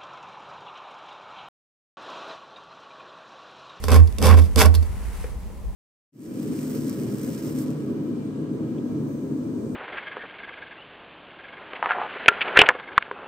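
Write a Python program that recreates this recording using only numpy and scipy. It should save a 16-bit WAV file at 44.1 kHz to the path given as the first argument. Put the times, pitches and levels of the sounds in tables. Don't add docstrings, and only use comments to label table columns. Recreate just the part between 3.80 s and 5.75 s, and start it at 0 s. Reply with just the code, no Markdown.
import sys
import numpy as np
from scipy import signal
from scipy.fft import rfft, irfft, next_fast_len
from scipy.io import wavfile
from scipy.ndimage import uniform_filter1d

SR = 44100
rng = np.random.default_rng(int(sys.argv[2]) if len(sys.argv) > 2 else 0)


def wav_record(signal):
    frames = np.transpose(np.atleast_2d(signal))
    bounded = np.clip(frames, -1, 1)
    quanta = np.round(bounded * 32767).astype(np.int16)
    wavfile.write(sys.argv[1], SR, quanta)


N = 85995
T = np.arange(N) / SR
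SIZE = 2 * next_fast_len(N)
HZ = np.maximum(np.arange(SIZE // 2 + 1) * SR / SIZE, 1)
LEFT_RIGHT = np.array([[1], [-1]])


def from_db(db):
    return 10 ** (np.asarray(db) / 20)


def rms_one(x):
    return x / np.sqrt(np.mean(np.abs(x) ** 2) + 1e-20)


def at_hz(points, hz=HZ):
    f, value = np.transpose(points)
    return np.interp(np.log(hz), np.log(f), value)


def level_over_time(points):
    return from_db(np.interp(T, *np.transpose(points)))


def shaped(x, response):
    return irfft(rfft(x, SIZE) * response, SIZE)[..., :N]


def causal(gain):
    cepstrum = irfft(np.log(rms_one(gain) + 1e-6))
    cepstrum[1:SIZE // 2] *= 2
    cepstrum[SIZE // 2 + 1:] = 0
    return np.exp(rfft(cepstrum))


def stereo(mid, side, likeness):
    c = np.clip(at_hz(likeness), -.99, .99)
    common = shaped(mid, np.sqrt((1 + c) / 2))
    opposed = shaped(side, np.sqrt((1 - c) / 2))
    return common + opposed * LEFT_RIGHT


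def drift(rate_hz):
    return rms_one(shaped(rng.standard_normal(N), 1 / (1 + (HZ / rate_hz) ** 2)))


def resonance(hz, width_hz):
    return 1 / (1 + 1j * (HZ ** 2 - hz ** 2) / (HZ * width_hz))


def burst(start, decay_s):
    return (T >= start) * np.exp(-np.maximum(T - start, 0) / decay_s)


# f/Hz, correlation
AIR_LIKENESS = [(40, 0.013), (200, 0.4), (1000, 0.68), (4000, 0.41), (12000, 0.053)]


def noise(spectrum):
    white = stereo(*rng.standard_normal((2, N)), AIR_LIKENESS)
    low_cut = 1 / np.sqrt(1 + (spectrum[0][0] / HZ) ** 8)
    return rms_one(shaped(white, from_db(at_hz(spectrum)) * low_cut))


# f/Hz, relative level per Hz/dB
AIR_SPECTRUM = [(80, 7), (140, -5.5), (195, 1), (250, -10.5), (370, -11), (460, -11), (680, -18.5),
                (1000, -16.5), (1600, -38), (3500, -35.5), (9500, -39), (16000, -39.5)]
AIR_DB = -42.5


def room_air():
    return from_db(AIR_DB) * noise(AIR_SPECTRUM)


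# t/s, level/dB
HANDLING_LEVEL = [(0, -32.5), (.33, -29.5), (.72, -27.5), (1.12, -28.5), (1.35, -29.5), (1.6, -32.5),
                  (1.81, -36.5), (1.87, -27), (1.95, -33)]
# f/Hz, relative level per Hz/dB
HANDLING_SPECTRUM = [(34, 2.5), (43, -2), (56, 5.5), (80, -13.5), (130, -18.5), (300, -32.5), (1000, -84)]


def handling_rumble():
    return level_over_time(HANDLING_LEVEL) * noise(HANDLING_SPECTRUM)


# t/s, level/dB
SLEEVE_LEVEL = [(.85, -50.5), (1.05, -49.5), (1.28, -47), (1.43, -44.5), (1.55, -54), (1.72, -55.5),
                (1.9, -58.5)]
# f/Hz, relative level per Hz/dB
SLEEVE_SPECTRUM = [(150, -26), (500, 1), (1050, 3.5), (1450, 0.5), (2100, 0.5), (3600, -9), (6500, -9),
                   (9000, -6), (13000, -11), (15500, -20)]


def sleeve():
    roughness = from_db(0.9 * drift(98))
    return level_over_time(SLEEVE_LEVEL) * noise(SLEEVE_SPECTRUM) * roughness


# f/Hz, T60/s
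ROOM_T60 = [(150, 0.65), (500, 0.43), (1500, 0.29), (5000, 0.21), (14000, 0.16)]
# f/Hz, relative level/dB
ROOM_LEVEL = [(150, -6.5), (500, -6.5), (1500, -18), (5000, -17), (14000, -34)]
TAIL_BUILD_S = 0.0097


def room(x):
    tail = 0
    for hz in 125 * 2 ** np.arange(8):
        edges = [hz / np.sqrt(2), min(hz * np.sqrt(2), SR * .45)]
        band_filter = signal.butter(2, edges, "band", fs=SR, output="sos")
        band = signal.sosfilt(band_filter, rng.standard_normal((2, N)))
        decay = np.exp(-np.log(1000) * T / at_hz(ROOM_T60, hz)) * (1 - np.exp(-T / TAIL_BUILD_S))
        tail = tail + band * decay / np.sqrt(np.sum(decay ** 2)) * from_db(at_hz(ROOM_LEVEL, hz))
    return shaped(x, rfft(tail, SIZE))


NOTE_HZ, NOTE_PEAK_S, NOTE_DB = 475, 0.0033, 0.5
CLICK_HZ, CLICK_DECAY_S, CLICK_DB = 1490, 0.0058, -12.5
# t/s, relative level/dB
KNOCKS = [(1.442, -28), (1.700, -40.5)]


def knock():
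    note, hits = 0, 0
    for start, db in KNOCKS:
        since = T - start
        swell = burst(start, NOTE_PEAK_S) * np.e * since / NOTE_PEAK_S
        note = note + from_db(db) * swell * np.sin(2 * np.pi * NOTE_HZ * since)
        hits = hits + from_db(db) * burst(start, CLICK_DECAY_S)
    click = shaped(flakes() * hits, rms_one(resonance(CLICK_HZ, CLICK_HZ) ** 2))
    return from_db(NOTE_DB) * note + from_db(CLICK_DB) * click


PANEL_HZ, PANEL_WIDTH_HZ, SHAKE_DB = 80.4, 21, 0.5
BOOM_WANDER_HZ, BOOM_LEFT_DB, BOOM_LEFT_LEAD_RAD = 0.81, -8, 1.85
# t/s, level/dB
BOOM_LEVEL = [
    [(.02, -30), (.09, -16), (.125, -6.5), (.22, 0.5), (.255, -8), (.31, -52)],
    [(.36, -39), (.42, -15), (.47, -21), (.51, -1), (.62, -3.5), (.66, -14.5), (.71, -46)],
    [(.74, -31), (.80, -5.5), (.828, -26), (.868, -1.5), (.945, -11.5), (.985, -6.5), (1.04, -16),
     (1.07, -25.5), (1.16, -26.5)],
]


def panel():
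    drive = bite_gain(2, WOOD_RELEASE_S) * rng.standard_normal((2, N))
    mode = resonance(PANEL_HZ, PANEL_WIDTH_HZ) * resonance(PANEL_HZ, PANEL_HZ)
    shake = from_db(SHAKE_DB) * shaped(drive, rms_one(mode))
    swell = 0
    for stroke in BOOM_LEVEL:
        times, levels = np.transpose(stroke)
        swell = swell + np.interp(T, times, from_db(levels), left=0, right=0)
    swell = uniform_filter1d(swell, size=600)
    phase = 2 * np.pi * np.cumsum(PANEL_HZ + BOOM_WANDER_HZ * drift(3.2)) / SR
    left = from_db(BOOM_LEFT_DB) * np.sin(phase + BOOM_LEFT_LEAD_RAD)
    return shake + swell * np.array([left, np.sin(phase)])


RING_AT_S, RING_DECAY_S = .950, .011
RING_HZ, RING_WIDTH_HZ, RING_DB = 4340, 124, -32


def blade_ring():
    ringing = rms_one(shaped(flakes(), resonance(RING_HZ, RING_WIDTH_HZ)))
    return from_db(RING_DB) * burst(RING_AT_S, RING_DECAY_S) * ringing


FLAKES_PER_S, FLAKE_SPREAD_DB = 7000, 2.5
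# f/Hz, correlation
FLAKE_LIKENESS = [(150, 0), (300, 0.5), (600, 1.4), (1200, 0.9), (2500, 0.75), (5000, 0.5), (10000, -0.19),
                  (15000, 0.6)]


def flakes():
    born = rng.random(N) < FLAKES_PER_S / SR
    sizes = born * from_db(FLAKE_SPREAD_DB * np.minimum(rng.exponential(1, N), 3))
    clicks = sizes * rng.choice([-1, 1], (2, N))
    return rms_one(stereo(*clicks, FLAKE_LIKENESS))


BODY_TOP_HZ, CRACKLE_FROM_HZ = 750, 2110
RIPPLE_DB, RIPPLE_RING_S, RIPPLE_FROM_HZ = 2, 0.017, 4000
# f/Hz, relative level per Hz/dB
BLADE = [(100, 1.5), (190, 8), (280, 6.5), (340, -3), (450, 5), (620, 1.5), (700, -9.5), (900, -6),
         (1250, -8), (1900, -9.5), (2600, -12), (4000, -13), (5200, -4.5), (6900, -11.5), (8500, -7),
         (11000, -9), (13300, -11), (15500, -33)]
# f/Hz, half-power bandwidth/Hz, height/dB
BOX_MODES = [(182, 8.6, 5.5), (206.9, 20.4, 9.5), (279, 14.6, 9.5), (428, 58, 9), (542.3, 5.3, 9.5),
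             (773, 24, 11.5), (1043, 48, 11), (1104, 32, 12.5), (1380, 31, 5.5), (1524, 24, 6),
             (2260, 85, 8), (2670, 120, 8.5), (3510, 300, 9.5), (4544, 69, 7)]


def box_responses():
    mode_power = 1
    for hz, width, db in BOX_MODES:
        mode_power = mode_power + (from_db(db) ** 2 - 1) * abs(resonance(hz, width)) ** 2
    gain = from_db(at_hz(BLADE)) * np.sqrt(mode_power)
    ringing = rng.standard_normal(N) * T * np.exp(-2 * T / RIPPLE_RING_S)
    ripple = rms_one(rfft(ringing, SIZE).real)
    gain = gain * from_db(RIPPLE_DB * ripple * HZ / (HZ + RIPPLE_FROM_HZ))
    gain = gain / np.sqrt(1 + (BLADE[0][0] / HZ) ** 10)
    low = 1 / (1 + (HZ / BODY_TOP_HZ) ** 6)
    high = 1 / (1 + (CRACKLE_FROM_HZ / HZ) ** 6)
    power_shares = (low, (1 - low) * (1 - high), high, 1 - high)
    return [causal(gain * np.sqrt(share)) for share in power_shares]


BITE_ATTACK_S, WOOD_RELEASE_S, CRACKLE_RELEASE_S = 0.023, .011, 0.011
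# start t/s, length/s, low wood level/dB, middle rasp level/dB,
# treble crackle level/dB
BITES = [(0.016, .058, -40, -50, -43.5), (0.08, 0.034, -23.5, -26, -39), (0.109, 0.054, -20.5, -23.5, -30),
         (0.178, 0.02, -39, -37, -48), (0.379, .04, -28, -43.5, -46.5), (0.411, 0.058, -18.5, -25, -27),
         (0.466, 0.044, -25.5, -21.5, -34.5), (.506, 0.038, -25.5, -28, -40),
         (0.561, 0.032, -25, -30, -34.5), (0.595, 0.068, -46, -57, -48), (0.754, .012, -15.5, -43, -46),
         (0.766, 0.037, -24.5, -24.5, -21.5), (.794, .03, -30.5, -17.5, -21.5),
         (.827, .036, -27, -27, -36.5)]


def bite_gain(column, release_s):
    total = 0
    for row in BITES:
        start, length = row[:2]
        dig_in = np.clip((T - start) / BITE_ATTACK_S, 0, 1)
        let_go = np.exp(-np.maximum(T - start - length, 0) / release_s)
        total = total + from_db(row[column]) * dig_in * let_go
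    return total


JUDDER_HZ, JUDDER_DB = 117, 2
# t/s, treble level/dB, wood level/dB, decay/s
TICKS = [(0.0396, -25, -17, 0.0027), (.083, -25.5, -15.5, 0.0044), (0.105, -24, -29, 0.0013),
         (0.1177, -15.5, -20, 0.0012), (.143, -21.5, -18, 0.0023), (0.274, -41, -45, 0.0061),
         (0.325, -35.5, -60, 0.001), (0.384, -26.5, -29, 0.0034), (0.426, -20.5, -18, 0.0018),
         (0.4683, -18, -27, 0.0022), (0.4792, -23, -24, .002), (.49, -22, -16.5, 0.0022),
         (0.7597, -18, -16.5, 0.0023), (.858, -17.5, -54, .0022), (0.9414, -31.5, -20.5, 0.0043),
         (.95, -22, -32, .0026), (.956, -28.5, -32, 0.0026), (1.026, -41, -34, 0.0079),
         (0.455, -20, -16, 0.0038)]
# f/Hz, left minus right level/dB
LEAN = [(150, 4), (600, 1), (1200, -3), (5000, -2), (9000, -0.3), (14000, -4.5)]


def knife():
    body, rasp, crackle, wood = box_responses()
    judder = rms_one(from_db(JUDDER_DB * drift(JUDDER_HZ)))
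    snap = sum(from_db(db) * burst(start, decay) for start, db, _, decay in TICKS)
    tap = sum(from_db(db) * burst(start, decay) for start, _, db, decay in TICKS)
    drives = [(bite_gain(2, WOOD_RELEASE_S) * judder, body),
              (bite_gain(3, WOOD_RELEASE_S) * judder, rasp),
              (bite_gain(4, CRACKLE_RELEASE_S) * judder, crackle),
              (snap, crackle),
              (tap, wood)]
    scrape = sum(shaped(flakes() * drive, response) for drive, response in drives)
    return shaped(scrape, from_db(at_hz(LEAN) * LEFT_RIGHT / 2))


def scene():
    work = knife() + blade_ring() + knock()
    return work + room(work) + panel() + sleeve() + handling_rumble() + room_air()


CUTOFF_HZ = 15900


def record(dry):
    low_pass = signal.ellip(10, .1, 80, CUTOFF_HZ, fs=SR, output="sos")
    return signal.sosfilt(low_pass, np.clip(dry, -1, 1))


dry = scene()
out = record(dry)
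wav_record(out)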